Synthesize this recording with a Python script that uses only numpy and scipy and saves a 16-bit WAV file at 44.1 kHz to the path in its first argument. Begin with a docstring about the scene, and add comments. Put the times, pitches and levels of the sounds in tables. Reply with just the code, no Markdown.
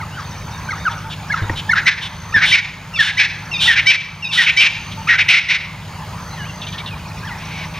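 """Savanna dawn chorus

A spurfowl works up from soft yelps to a harsh, repeated crow; a second screeches along, and others
answer from far off. Throat resonances shape pulses into honks and rasps; clear notes are gliding sines.
Small birds trill and chip in the bush, which scatters the calls; the tree line returns one echo.
A distant engine hums, the camera body is knocked, and a gain control ducks everything under loud crows."""
import sys
import numpy as np
from scipy import signal
from scipy.fft import rfft, irfft, next_fast_len
from scipy.io import wavfile
from scipy.ndimage import uniform_filter1d

SR = 44100
rng = np.random.default_rng(int(sys.argv[2]) if len(sys.argv) > 2 else 0)


def generate_wav(signal):
    """Clip the signal to [-1, 1] and save it as 16-bit WAV at the path in sys.argv[1]."""
    frames = np.transpose(np.atleast_2d(signal))
    scaled = np.clip(frames, -1, 1) * 32767
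    pcm = np.round(scaled).astype(np.int16)
    wavfile.write(sys.argv[1], SR, pcm)


N = 343539
TIME = np.arange(N) / SR
EDGE_HZ = 15750  # upper band limit


def gain_of(db):
    """Decibels to gain."""
    return 10 ** (np.asarray(db) / 20)


def evened(x):
    """Scales to an rms of 1."""
    return x / np.sqrt(np.mean(x ** 2) + 1e-20)


def read(points, hz):
    """Joins (Hz, value) points on a log-frequency axis."""
    f, value = np.transpose(points)
    return np.interp(np.log(hz + 1), np.log(f + 1), value)


def coloured(x, points):
    """Filters by a (Hz, dB) spectrum."""
    size = next_fast_len(len(x) + 512)
    gain = gain_of(read(points, np.fft.rfftfreq(size, 1 / SR)))
    return irfft(rfft(x, size) * gain, size)[:len(x)]


def wander(rate_hz):
    """A random drift of rms 1 over the whole scene, joining rate_hz new values a second by straight lines."""
    knots = rng.standard_normal(N // 16)
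    return evened(np.interp(TIME * rate_hz, np.arange(len(knots)), knots))


def resonate(x, hz, width_hz):
    """A resonance of gain 1 that follows the curve hz."""
    turn = np.exp(2j * np.pi * np.cumsum(hz) / SR)
    r = np.exp(-np.pi * width_hz / SR)
    return 2 * (turn * signal.lfilter([1 - r], [1, -r], x / turn)).real


def note(s, length, edge_s):
    """A note's samples, its progress from 0 to 1, and its soft-edged envelope."""
    # half of the edge time is added, a quarter on each side
    first = max(round((s - edge_s / 4) * SR), 0)
    last = min(round((s + length + edge_s / 4) * SR), N)
    at = np.arange(first, last)
    return at, np.linspace(0, 1, len(at)), signal.windows.tukey(len(at), min(2 * edge_s / length, 1))


def glide(s, length, first_hz, last_hz, db, overtones_db, arch=0):
    """A clear note whose middle pitch is raised by the share arch."""
    middle_hz = (first_hz + last_hz) / 2 * (1 + arch)
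    return s, length, first_hz, middle_hz, last_hz, db, overtones_db


# resonances of the spurfowl's throat and open beak: (frequency [Hz], relative level [dB])
THROAT_SPECTRUM = [(700, -42), (1200, -47), (1550, -18.5), (2300, -0.5), (3050, -9.5), (3800, -15),
                   (4600, -19.5), (5350, -15.5), (6100, -21.5), (7000, -38), (10000, -37), (15000, -47)]


def overtones(turns, hz, tilt_db=0):
    """Harmonics above the fundamental, shaped by the throat; tilt_db an octave favours those near 3.7 kHz."""
    k = np.arange(2, 17)[:, None]
    db = read(THROAT_SPECTRUM, k * hz) - tilt_db * abs(np.log2(k * hz / 3700))
    lines = np.cos(2 * np.pi * (k * turns + rng.random(k.shape)))
    return evened((gain_of(db) * (k * hz < EDGE_HZ) * lines).sum(0))


def whistles(notes, flutter_db=1.9, edge_s=0.00899, arch_db=5):
    """Near-sine notes that swell and fade as they glide, with faint overtones."""
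    waver = .007
    out, drift, flutter = np.zeros(N), wander(500), wander(300)
    for s, length, first_hz, middle_hz, last_hz, db, overtones_db in notes:
        at, u, envelope = note(s, length, edge_s)
        bow = np.polyfit([0, .5, 1], [first_hz, middle_hz, last_hz], 2)
        hz = np.polyval(bow, u) * (1 + waver * drift[at])
        turns = np.cumsum(hz) / SR
        tone = np.sqrt(2) * np.sin(2 * np.pi * turns) + gain_of(overtones_db) * overtones(turns, hz)
        swell_db = arch_db * (1 / 3 - (2 * u - 1) ** 2) + flutter_db * flutter[at]
        out[at] += gain_of(db + swell_db) * envelope * tone
    return out


# source spectrum of the noise and chaotic pulses: (frequency [Hz], relative level [dB])
RASP_SPECTRUM = [(400, -34), (1000, -5), (1800, -0.5), (2700, 4.5), (3800, 9.5), (4600, -1.5), (5700, -2),
                 (7100, -22), (9500, -44), (15000, -37)]


def honks(notes, waver=0.0063, rasp_db=-19, edge_s=.007, bend=0.037, bend_s=0.0051, level_db=-1.0):
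    """Regular pulses ring the throat: a stack of lines over a little rasp.

    Notes above 1 kHz slide down into pitch, lower ones up."""
    out, drift = np.zeros(N), wander(600)
    rasp = evened(coloured(rng.standard_normal(N), RASP_SPECTRUM))
    for s, length, first_hz, last_hz, db, tilt_db in notes:
        at, u, envelope = note(s, length, edge_s)
        slide = bend * np.sign(first_hz - 1000) * np.exp(-u * length / bend_s)
        hz = (first_hz + (last_hz - first_hz) * u) * (1 + slide + waver * drift[at])
        stack = overtones(np.cumsum(hz) / SR, hz, tilt_db)
        out[at] += gain_of(level_db + db) * envelope * (stack + gain_of(rasp_db) * rasp[at])
    return out


def rasps(notes, pulse_hz=770, relative_width=0.39, wobble=0.037, steadiness=1.0, edge_s=0.023,
          level_db=5.5, hiss_db=-22):
    """Irregular pulses ring a moving throat resonance; the membranes' limited swing evens out the level."""
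    turns = np.cumsum(pulse_hz * np.exp(.1 * wander(1200) + .07 * wander(150))) / SR
    uneven, throb_db, arch_db = .45, 1.0, 2.5
    strength = 1 + uneven * wander(1500)
    clicks = np.diff(np.floor(turns), prepend=0)  # one per completed turn
    pulses = evened(coloured(clicks * strength, RASP_SPECTRUM))
    for poles in ([1, -1.5, .64], [1, -1.3, .72], [1, -1.22, .76]):
        pulses = signal.lfilter(poles[::-1], poles, pulses)  # the windpipe spreads each pulse in time
    hiss_spectrum = [(300, -3.5), (5000, 4.5), (10000, -1), (15000, -19)]
    hiss = evened(coloured(rng.standard_normal(N), hiss_spectrum))
    out, throb, lurch = np.zeros(N), wander(140), wander(220)
    buzz_hz, buzz_swing, buzz_db = 265, .06, 1.5
    # a slower flapping of the membranes
    buzz = np.sin(2 * np.pi * np.cumsum(buzz_hz * (1 + .12 * wander(60))) / SR)
    for s, length, first_hz, last_hz, db, swell_db, broad_db in notes:
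        at, u, envelope = note(s, length, edge_s)
        hz = (first_hz + (last_hz - first_hz) * u) * (1 + wobble * lurch[at] + buzz_swing * buzz[at])
        width_hz = relative_width * hz.mean()
        ring = resonate(resonate(pulses[at], hz, width_hz), hz, width_hz)
        voice = evened(ring) + gain_of(broad_db) * envelope * pulses[at]  # brightest at full pressure
        swing = uniform_filter1d(voice ** 2, size=70) + 0.00079
        voice = evened(voice / swing ** (min(steadiness, 1) / 2))
        voice += gain_of(hiss_db) * (hz / 3400) ** 3 * envelope * hiss[at]  # a tight, high syrinx hisses
        effort_db = level_db + db + swell_db * (u - .5) - arch_db * (2 * u - 1) ** 2
        effort_db += throb_db * throb[at] + buzz_db * buzz[at]
        out[at] += gain_of(effort_db) * envelope * voice
    return out


# distant engine: (multiple of its firing rate [ratio], mean level [dB])
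ENGINE_ORDERS = [(1, -50), (2, -38), (3, -36.5), (3.5, -42.5), (11.76, -54)]
FIRING_HZ = 51.62  # mean rate


def engine(waver=0.00676, fading_db=0.5):
    """Mostly low orders of a far engine, each fading in and out on its way through the air."""
    turns = np.cumsum(FIRING_HZ * (1 + waver * wander(4.4))) / SR
    hum = np.zeros(N)
    for k, db in ENGINE_ORDERS:
        level = gain_of(db + fading_db * wander(5.5))
        hum += level * np.sqrt(2) * np.sin(2 * np.pi * (k * turns + rng.random()))
    return hum


# far rumble and still air: (frequency [Hz], relative density [dB per Hz])
AIR_SPECTRUM = [(20, -21), (40, -17.5), (72, 2), (120, -1), (185, -5), (215, -9.5), (330, -18.5),
                (700, -17.5), (880, -9.5), (1400, -16), (3000, -23), (4400, -26), (5100, -28),
                (7500, -36.5), (15500, -38)]
# stereo width of the air: (frequency [Hz], left-right likeness [0 to 1])
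AIR_LIKENESS = [(100, 1), (500, 0.98), (2000, .97), (4500, 0.76), (8000, 0.96), (15000, 0.3)]
AIR_DB = -31  # mean level


def air(patchy_db=3.0):
    """Rumble, a patchy wash of far-off birds, and smooth hiss on top, all from shaped stereo noise."""
    frames, hz = N // 512 + 5, np.fft.rfftfreq(2048, 1 / SR)
    a, b, c, d, patches = rng.standard_normal((frames, len(hz), 5)).T
    patches = evened(uniform_filter1d(uniform_filter1d(patches, size=14, axis=0), size=4, axis=1))
    birds = read([(400, 0), (850, 1), (4500, 1), (7500, 0)], hz)[:, None]  # share of patchiness
    same = np.clip(read(AIR_LIKENESS, hz), -1, 1)[:, None]
    left = a + 1j * b
    right = same * left + np.sqrt(1 - same ** 2) * (c + 1j * d)
    shape = gain_of(read(AIR_SPECTRUM, hz)[:, None] + patchy_db * birds * patches)
    noise = signal.istft(np.array([left, right]) * shape, nperseg=2048, noverlap=1536)[1][:, :N]
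    swell_db = .4
    return gain_of(AIR_DB + swell_db * wander(3)) * evened(noise)


# trills: (start [s], step down [s], end [s], relative level [dB])
TRILL_BOUTS = [(-.3, 0.203, 1.03, -47), (1.08, 1.85, 2.7, -46.5), (2.557, 3.105, 4.9, -46.5),
               (4.5, 4.801, 5.24, -47.5), (5.66, 6.166, 6.8, -47), (6.97, 7.418, 8.6, -50)]
# trill before its step: (sweep rate [per s], base pitch [Hz], relative level [dB])
TRILL_BEFORE = (66, 6770, -5)
# trill after its step: (sweep rate [per s], base pitch [Hz], relative level [dB])
TRILL_AFTER = (56, 6330, 0)
TRILL_STEP_S, TRILL_FADE_S = .05, .08


def trill(fall=0.192, low_voice=.71, low_db=-4, uneven_db=2):
    """The two sides of the syrinx take turns with quick downward sweeps, first high and fast, then lower."""
    stepped, loudness = np.zeros(N), np.zeros(N)
    for start, step, end, db in TRILL_BOUTS:
        at, _, envelope = note(start, end - start, TRILL_FADE_S)
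        stepped[at] = (1 + np.tanh((TIME[at] - step) / TRILL_STEP_S)) / 2
        loudness[at] += gain_of(db) * envelope
    rate, hz, db = (high + (low - high) * stepped for high, low in zip(TRILL_BEFORE, TRILL_AFTER))
    cycles, out = np.cumsum(rate) / SR, np.zeros(N)
    for lag, ratio, side_db in [(0, 0.98, 0), (.5, low_voice, low_db)]:
        u = (cycles + lag) % 1
        pitch = ratio * hz * (1 + fall * (.5 - u) + 0.0068 * wander(70))
        sweeps = np.sin(np.pi * u) ** 2 * np.sin(2 * np.pi * np.cumsum(pitch) / SR)
        out += gain_of(db + side_db + uneven_db * wander(50)) * evened(sweeps)
    return loudness * out


# warm-up yelps: (time [s], length [s], base pitch [Hz], level [dB])
WARM_UP_YELPS = [(-.012, 0.055, 1510, -27), (0.685, .058, 1538, -22.5), (1.298, 0.055, 1662, -17),
                 (1.69, 0.055, 1743, -13.5)]
CRACK_RISE, CRACK_DROP = 1.08, 0.705  # ratios to the base pitch
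CRACK_JUMP_HZ, CRACK_DB = 2230, -4.5  # start of the high part, and its level against the rest


def cracked_yelps():
    """The voice rises, jumps to a thin high register, and drops back to fall away."""
    notes = []
    for s, length, hz, db in WARM_UP_YELPS:
        rise = glide(s, 0.37 * length, .94 * hz, CRACK_RISE * hz, db, -21)
        high = glide(s + .27 * length, 0.46 * length, CRACK_JUMP_HZ, 1704, db + CRACK_DB, -13.5, arch=0.08)
        drop = glide(s + 0.67 * length, 0.364 * length, 0.98 * hz, CRACK_DROP * hz, db, -17.5, arch=-0.033)
        notes += [rise, high, drop]
    return whistles(notes)


# the bush's reverberation: (frequency [Hz], decay by 60 dB [s])
BUSH_DECAY = [(500, 1), (2400, 0.77), (5000, 0.85), (10000, 0.1)]


def bush(x, scatter_db=-16, echo_s=0.1, echo_db=-19, build_s=0.0028, apart=0.15):
    """Trunks and leaves scatter a thin tail; the tree line returns one clear echo."""
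    taps = rng.standard_normal((2, SR)) * (rng.random(SR) < 3000 / SR)
    stereo_taps = taps[0] + apart * np.array([[1], [-1]]) * taps[1]
    hz, t, z = signal.stft(stereo_taps, SR, nperseg=256)
    decay = gain_of(-60 * t / read(BUSH_DECAY, hz)[:, None]) * (1 - np.exp(-t / build_s))
    tail = signal.istft(z * decay, SR, nperseg=256)[1]
    tail = gain_of(scatter_db) * tail / np.linalg.norm(tail[0])
    tail[:, round(echo_s * SR)] += gain_of(echo_db)
    return signal.fftconvolve(x[None], tail, axes=1)[:, :N]


# soft warbles: (time [s], length [s], start [Hz], middle [Hz], end [Hz], level [dB])
WARBLED_NOTES = [(.1, .082, 2600, 2920, 3340, -43.5), (6.305, 0.0576, 3730, 4170, 3780, -42.5),
                 (6.308, 0.055, 1690, 2082, 1730, -44), (6.369, 0.084, 1990, 1680, 1650, -35.5),
                 (6.376, 0.1, 3250, 2890, 3260, -39.5), (6.436, 0.047, 1770, 2500, 3000, -38),
                 (6.485, .029, 2870, 2750, 2800, -35), (6.908, 0.042, 2600, 2470, 2340, -35.5),
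                 (7.227, .032, 1733, 1636, 2080, -34), (7.258, 0.054, 2100, 1587, 1360, -35),
                 (7.305, 0.036, 2130, 1920, 1870, -33), (7.27, .036, 3470, 2980, 2560, -38.5)]
# thin arched peeps: (time [s], length [s])
PEEP_TIMES = [(0.244, 0.019), (.518, 0.048), (.792, .062), (1.423, 0.041)]
PEEP_HZ, PEEP_DB = 3580, -42  # pitch at both ends
# low far hoots: (time [s])
HOOT_TIMES = [1.04, 3.648, 4.972]
HOOT_S, HOOT_HZ, HOOT_DB = 0.058, 870, -34.5  # pitch at both ends
# a small bird's chatter: (time [s], pitch of the chirp's tail [Hz], relative level [dB])
CHATTER_NOTES = [(6.613, 2640, -31.5), (6.664, 2296, -33), (6.722, 1764, -33), (6.778, 2220, -30),
                 (6.858, 2700, -30)]
BURR_S, BURR_HZ, CHIRP_TOP_HZ = 0.037, 3200, 4630


def small_birds(chirp_db=-1, tail_db=-5, chirp_s=0.0104):
    """Sines warble, peep and hoot; chatter joins a steep chirp, a pulsed burr and a whistled tail."""
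    notes, burrs = [(*row, -20) for row in WARBLED_NOTES], []
    for s, tail_hz, db in CHATTER_NOTES:
        burrs.append((s, BURR_S, BURR_HZ, BURR_HZ, db, -4, 0))
        notes.append(glide(s + 0.0017, chirp_s, CHIRP_TOP_HZ, tail_hz, db + chirp_db, -29))
        notes.append(glide(s + 0.016, 0.0292, tail_hz, tail_hz, db + tail_db, -24, arch=0.042))
    notes += [glide(s, length, PEEP_HZ, PEEP_HZ, PEEP_DB, -30, arch=0.0414) for s, length in PEEP_TIMES]
    notes += [glide(s, HOOT_S, HOOT_HZ, HOOT_HZ, HOOT_DB, -30, arch=0.032) for s in HOOT_TIMES]
    return whistles(notes, edge_s=0.00588) + rasps(burrs, level_db=0.5, edge_s=.009)


# A crow is yelp, gargle, bray; later yelps fall less and mostly grow hoarser as the bird warms up:
# (time [s], length [s], start [Hz], end [Hz], clear level [dB], hoarseness against that level [dB])
CROW_YELPS = [(0.167, 0.047, 1610, 990, -30.5, -9), (0.851, 0.04, 1667, 1143, -15.5, -20),
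              (2.34, .047, 1840, 1565, -9.5, -11), (2.988, 0.044, 1900, 1540, -8, -13.5),
              (3.676, 0.05, 1960, 1692, -9, -10), (4.374, .052, 1980, 1755, -9, -7.5),
              (5.089, 0.052, 1886, 1846, -12, -2)]
# at 0 dB of hoarseness the rasp leads the yelp; each dB less delays it
FRAY_LEAD_S, FRAY_DELAY_S, FRAY_LINGER_S = .012, .0021, 0.033


def yelps(overtones_db=-19, fade_db=-4, sag=0.93, scoop_s=.019, scoop_db=-11):
    """A reedy scoop, then a clear falling note that frays into a rasp."""
    clear, hoarse = [], []
    for s, length, first_hz, last_hz, db, hoarse_db in CROW_YELPS:
        rasp_db = db + hoarse_db
        clear.append(glide(s - scoop_s, 1.2 * scoop_s, .6 * first_hz, .82 * first_hz, rasp_db + scoop_db, -2.5))
        clear.append(glide(s, length, first_hz, last_hz, db, overtones_db, arch=0.0198))
        frays = s - FRAY_LEAD_S - FRAY_DELAY_S * hoarse_db
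        fray_s = s + length + FRAY_LINGER_S - frays
        hoarse.append((frays, fray_s, 1.036 * first_hz, sag * last_hz, rasp_db, fade_db, -8))
    return whistles(clear, arch_db=6.5, edge_s=0.00688) + rasps(hoarse)


# single thin falling chips: (time [s])
SINGLE_CHIPS = [.195, 1.512, 3.283, 3.449, 7.077]
# bouts of paired chips: (first pair [s], end [s])
PAIRED_CHIPS = [(.307, 1), (1.281, 1.4), (7.178, 7.7)]
CHIP_GAP_S, CHIP_PERIOD_S = .069, .2  # within a pair, and from pair to pair
# runs of soft pips: (first [s], end [s], gap [s], middle pitch [Hz], level [dB])
PIPS = [(0.351, 1.26, 0.065, 2300, -38), (6.995, 7.37, .0588, 2496, -36.5)]


def chips(chip_db=-42, top_hz=6000, bottom_hz=5250, chip_s=0.0193, pip_s=0.0115, pip_fall=0.16):
    """Short falling sines of two small birds: thin chips and runs of lower pips."""
    times = list(SINGLE_CHIPS)
    for first, end in PAIRED_CHIPS:
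        for s in np.arange(first, end, CHIP_PERIOD_S):
            times += [s, s + CHIP_GAP_S]
    glides = [(s, chip_s, top_hz, bottom_hz, chip_db) for s in times]
    for first, end, gap, hz, db in PIPS:
        high_hz, low_hz = hz * (1 + pip_fall / 2), hz * (1 - pip_fall / 2)
        glides += [(s, pip_s, high_hz, low_hz, db) for s in np.arange(first, end, gap)]
    out = np.zeros(N)
    for s, length, first_hz, last_hz, db in glides:
        at, u, envelope = note(s, length, edge_s=.008)
        turns = np.cumsum(first_hz + (last_hz - first_hz) * u) / SR
        out[at] += gain_of(db) * envelope * np.sqrt(2) * np.sin(2 * np.pi * turns)
    return out


# gargles: (time [s], middle of the throat resonance [Hz], relative level [dB])
CROW_GARGLES = [(0.741, 1430, -40), (.895, 1360, -41), (1.352, 1500, -29.5), (1.747, 1570, -19.5),
                (2.405, 1810, -14.5), (3.057, 1810, -18.5), (3.751, 2070, -13), (4.456, 2200, -10.5),
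                (5.172, 2100, -13)]
GARGLE_S, GARGLE_CLIMB = 0.063, .15  # climb: share below and above the middle


def gargles(swell_db=3, broad_db=-8):
    """The throat resonance climbs through a short rasp."""
    notes = []
    for s, hz, db in CROW_GARGLES:
        low_hz, high_hz = hz * (1 - GARGLE_CLIMB), hz * (1 + GARGLE_CLIMB)
        notes.append((s, GARGLE_S, low_hz, high_hz, db, swell_db, broad_db))
    return rasps(notes)


# second spurfowl's screeches:
# (time [s], length [s], relative level [dB], swell over the note [dB], broad rasp [dB])
SECOND_SCREECHES = [(0.903, 0.041, -40.5, -3, -12), (1.09, 0.06, -36, 16, 1), (1.552, 0.064, -31, 7, 1),
                    (2.008, 0.083, -28.5, -7, 0), (2.441, 0.095, -20.5, 4, 0),
                    (2.989, 0.13, -19.5, -8, 4.5), (3.598, 0.156, -19, -0.5, -0.5),
                    (4.316, 0.15, -18, 0.5, 2.5), (4.903, 0.043, -36, 6, 1)]
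# throat resonance of a screech: (start [Hz], end [Hz])
SCREECH_SLIDE = (3320, 2920)
# its nasal squeals:
# (time [s], length [s], start [Hz], end [Hz], relative level [dB], lead-in whistle level [dB])
NASAL_SQUEALS = [(2.958, 0.039, 1213, 1050, -20, -24), (3.535, 0.04, 1268, 1190, -18.5, -21.5),
                 (3.589, 0.022, 1205, 1210, -20.5, -28), (4.245, 0.039, 1250, 1240, -18, -19.5),
                 (4.308, 0.036, 1220, 1023, -24, -24.5)]
# lead-in whistle: (start [Hz], end [Hz])
LEAD_SLIDE = (2790, 2504)
LEAD_S = .023  # how early the whistle starts


def screeches():
    """The second spurfowl: whistles slip into nasal pulsed squeals, among hissing, rasped screeches."""
    leads, nasal = [], []
    for s, length, first_hz, last_hz, db, lead_db in NASAL_SQUEALS:
        leads.append(glide(s - LEAD_S, 0.0388, *LEAD_SLIDE, lead_db, -14, arch=0.0227))
        nasal.append((s, length, first_hz, last_hz, db, 22))
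    harsh = [(s, length, *SCREECH_SLIDE, db, swell_db, broad_db)
             for s, length, db, swell_db, broad_db in SECOND_SCREECHES]
    return whistles(leads) + honks(nasal) + rasps(harsh, pulse_hz=797, relative_width=0.36, hiss_db=-15.5)


# knocks on the camera body: (time [s], relative level [dB], brightness [dB an octave])
KNOCKS = [(1.42, -10.5, -7), (1.4957, -16, 1), (1.53, -16, -13), (1.589, -23, -10), (2.362, -26, 3.5)]
# the camera body's modes: (frequency [Hz], decay by 60 dB [s], relative level [dB])
BODY_MODES = [(42.8, 0.18, -27), (99.4, .16, 1.5), (311, 0.067, -2), (520, 0.053, -6.5), (925, 0.025, 3.5),
              (1885, 0.02, 9.5)]


def bumps(rise_s=0.0024, creak_db=-13):
    """Each knock rings the body's damped modes, tilted by its own brightness, with a dull creak."""
    creak_spectrum = [(100, 2), (600, -17.5), (2000, -13.5), (8000, -44)]
    out, creak = np.zeros(N), evened(coloured(rng.standard_normal(N), creak_spectrum))
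    for s, db, bright_db in KNOCKS:
        for hz, t60, mode_db in BODY_MODES:
            at = np.arange(round(s * SR), round((s + t60) * SR))
            t = (at - at[0]) / SR
            ring_db = db + mode_db + bright_db * np.log2(hz / 100) - 60 * t / t60
            ring = np.sin(2 * np.pi * hz * t) + gain_of(creak_db) * creak[at]
            out[at] += gain_of(ring_db) * (1 - np.exp(-t / rise_s)) * ring
    return out


# brays, a honk that breaks into a rasp and ends on a catch: (time [s], length [s], honk length [s],
# throat resonance [Hz], relative honk level [dB], relative rasp level [dB], relative catch level [dB])
CROW_BRAYS = [(1.854, 0.1, 0.01, 1980, -11, -9.5, -22.5), (2.511, 0.1, 0.029, 2200, -6.5, -9.5, -14.5),
              (3.166, 0.11, 0.019, 2134, -9.5, -9, -16.5), (3.855, 0.12, 0.047, 2340, -2.5, -9, -11.5),
              (4.558, 0.13, 0.042, 2440, -5.5, -10, -12), (5.278, 0.13, 0.0014, 2290, 0.5, -7, -10),
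              (5.479, 0.1, 0.0014, 2220, -11, -12, -15)]
HONK_LAG_S, HONK_HZ, HONK_RISE, CATCH_S = 0.012, 766.4, 1.02, 0.072  # rise: ratio of end to start pitch


def brays(sag=0.091, fade_db=-4, broad_db=-3, scoop_db=-4, breaks_at=0.76, overlap_s=0.024):
    """The voice scoops up into a honk, breaks into a sagging rasp and closes with one more push."""
    scoops, held, harsh = [], [], []
    for s, length, honk_s, hz, honk_db, db, catch_db in CROW_BRAYS:
        scoops.append(glide(s + 0.0033, 0.0165, 1880, 2153, db + scoop_db, -12))
        held.append((s + HONK_LAG_S, honk_s, HONK_HZ, HONK_HZ * HONK_RISE, honk_db, 5))
        breaks = s + 0.0045 + breaks_at * honk_s
        catch = s + length - CATCH_S
        rasp_s, low_hz = catch + overlap_s - breaks, hz * (1 - sag)
        harsh.append((breaks, rasp_s, hz * (1 + sag), low_hz, db, fade_db, broad_db))
        harsh.append((catch, CATCH_S, hz, low_hz, catch_db, -1, -4))
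    rasp = rasps(harsh, pulse_hz=768.4, relative_width=0.35, hiss_db=-17.5)
    return whistles(scoops) + honks(held) + rasp


# far spurfowl answer: (time [s], length [s], relative level [dB])
FAR_ANSWERS = [(7.372, 0.15, -41.5), (7.504, .16, -36), (7.743, 0.29, -37.5)]
ANSWER_HZ = 2150  # middle of the throat resonance


def answers():
    """Far crows, blurred into swelling rasps."""
    return rasps([(s, length, ANSWER_HZ, ANSWER_HZ, db, 3, -3) for s, length, db in FAR_ANSWERS])


def scene(lead_us=24, trill_scatter_db=-8, trill_db=-1):
    """Birds and their echoes over the background; all reaches the left microphone a moment sooner."""
    birds = cracked_yelps() + small_birds() + yelps() + chips()
    birds += gargles() + screeches() + brays() + answers()
    hidden = gain_of(trill_db) * trill()  # deep in the leaves, so more blurred
    calls = birds + bush(birds) + hidden + bush(hidden, scatter_db=trill_scatter_db)
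    left, right = calls + engine() + bumps() + air()
    size = next_fast_len(N + 64)
    delay = np.exp(-2j * np.pi * np.fft.rfftfreq(size, 1 / SR) * lead_us / 1e6)
    return np.array([left, irfft(rfft(right, size) * delay, size)[:N]])


def record(dry, ceiling_db=-7.5, recovery_db=13):
    """Gain control clamps loud crows and recovers slowly (dB a second); peaks round off, then a band limit."""
    power = abs(uniform_filter1d((dry ** 2).mean(0), size=200))
    power_db = 10 * np.log10(power + 1e-12)
    fall = TIME * recovery_db
    held_db = np.maximum.accumulate(power_db + fall) - fall  # peak level, sinking steadily
    over_db = np.maximum(held_db - ceiling_db, 0)
    ducked = dry / gain_of(uniform_filter1d(over_db, size=150))
    rounded = ducked / (1 + ducked ** 8) ** (1 / 8)
    lowpass = signal.firwin(511, EDGE_HZ, window=("kaiser", 9), fs=SR)
    return signal.oaconvolve(rounded, lowpass[None], "same")


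dry = scene()
out = record(dry)
generate_wav(out)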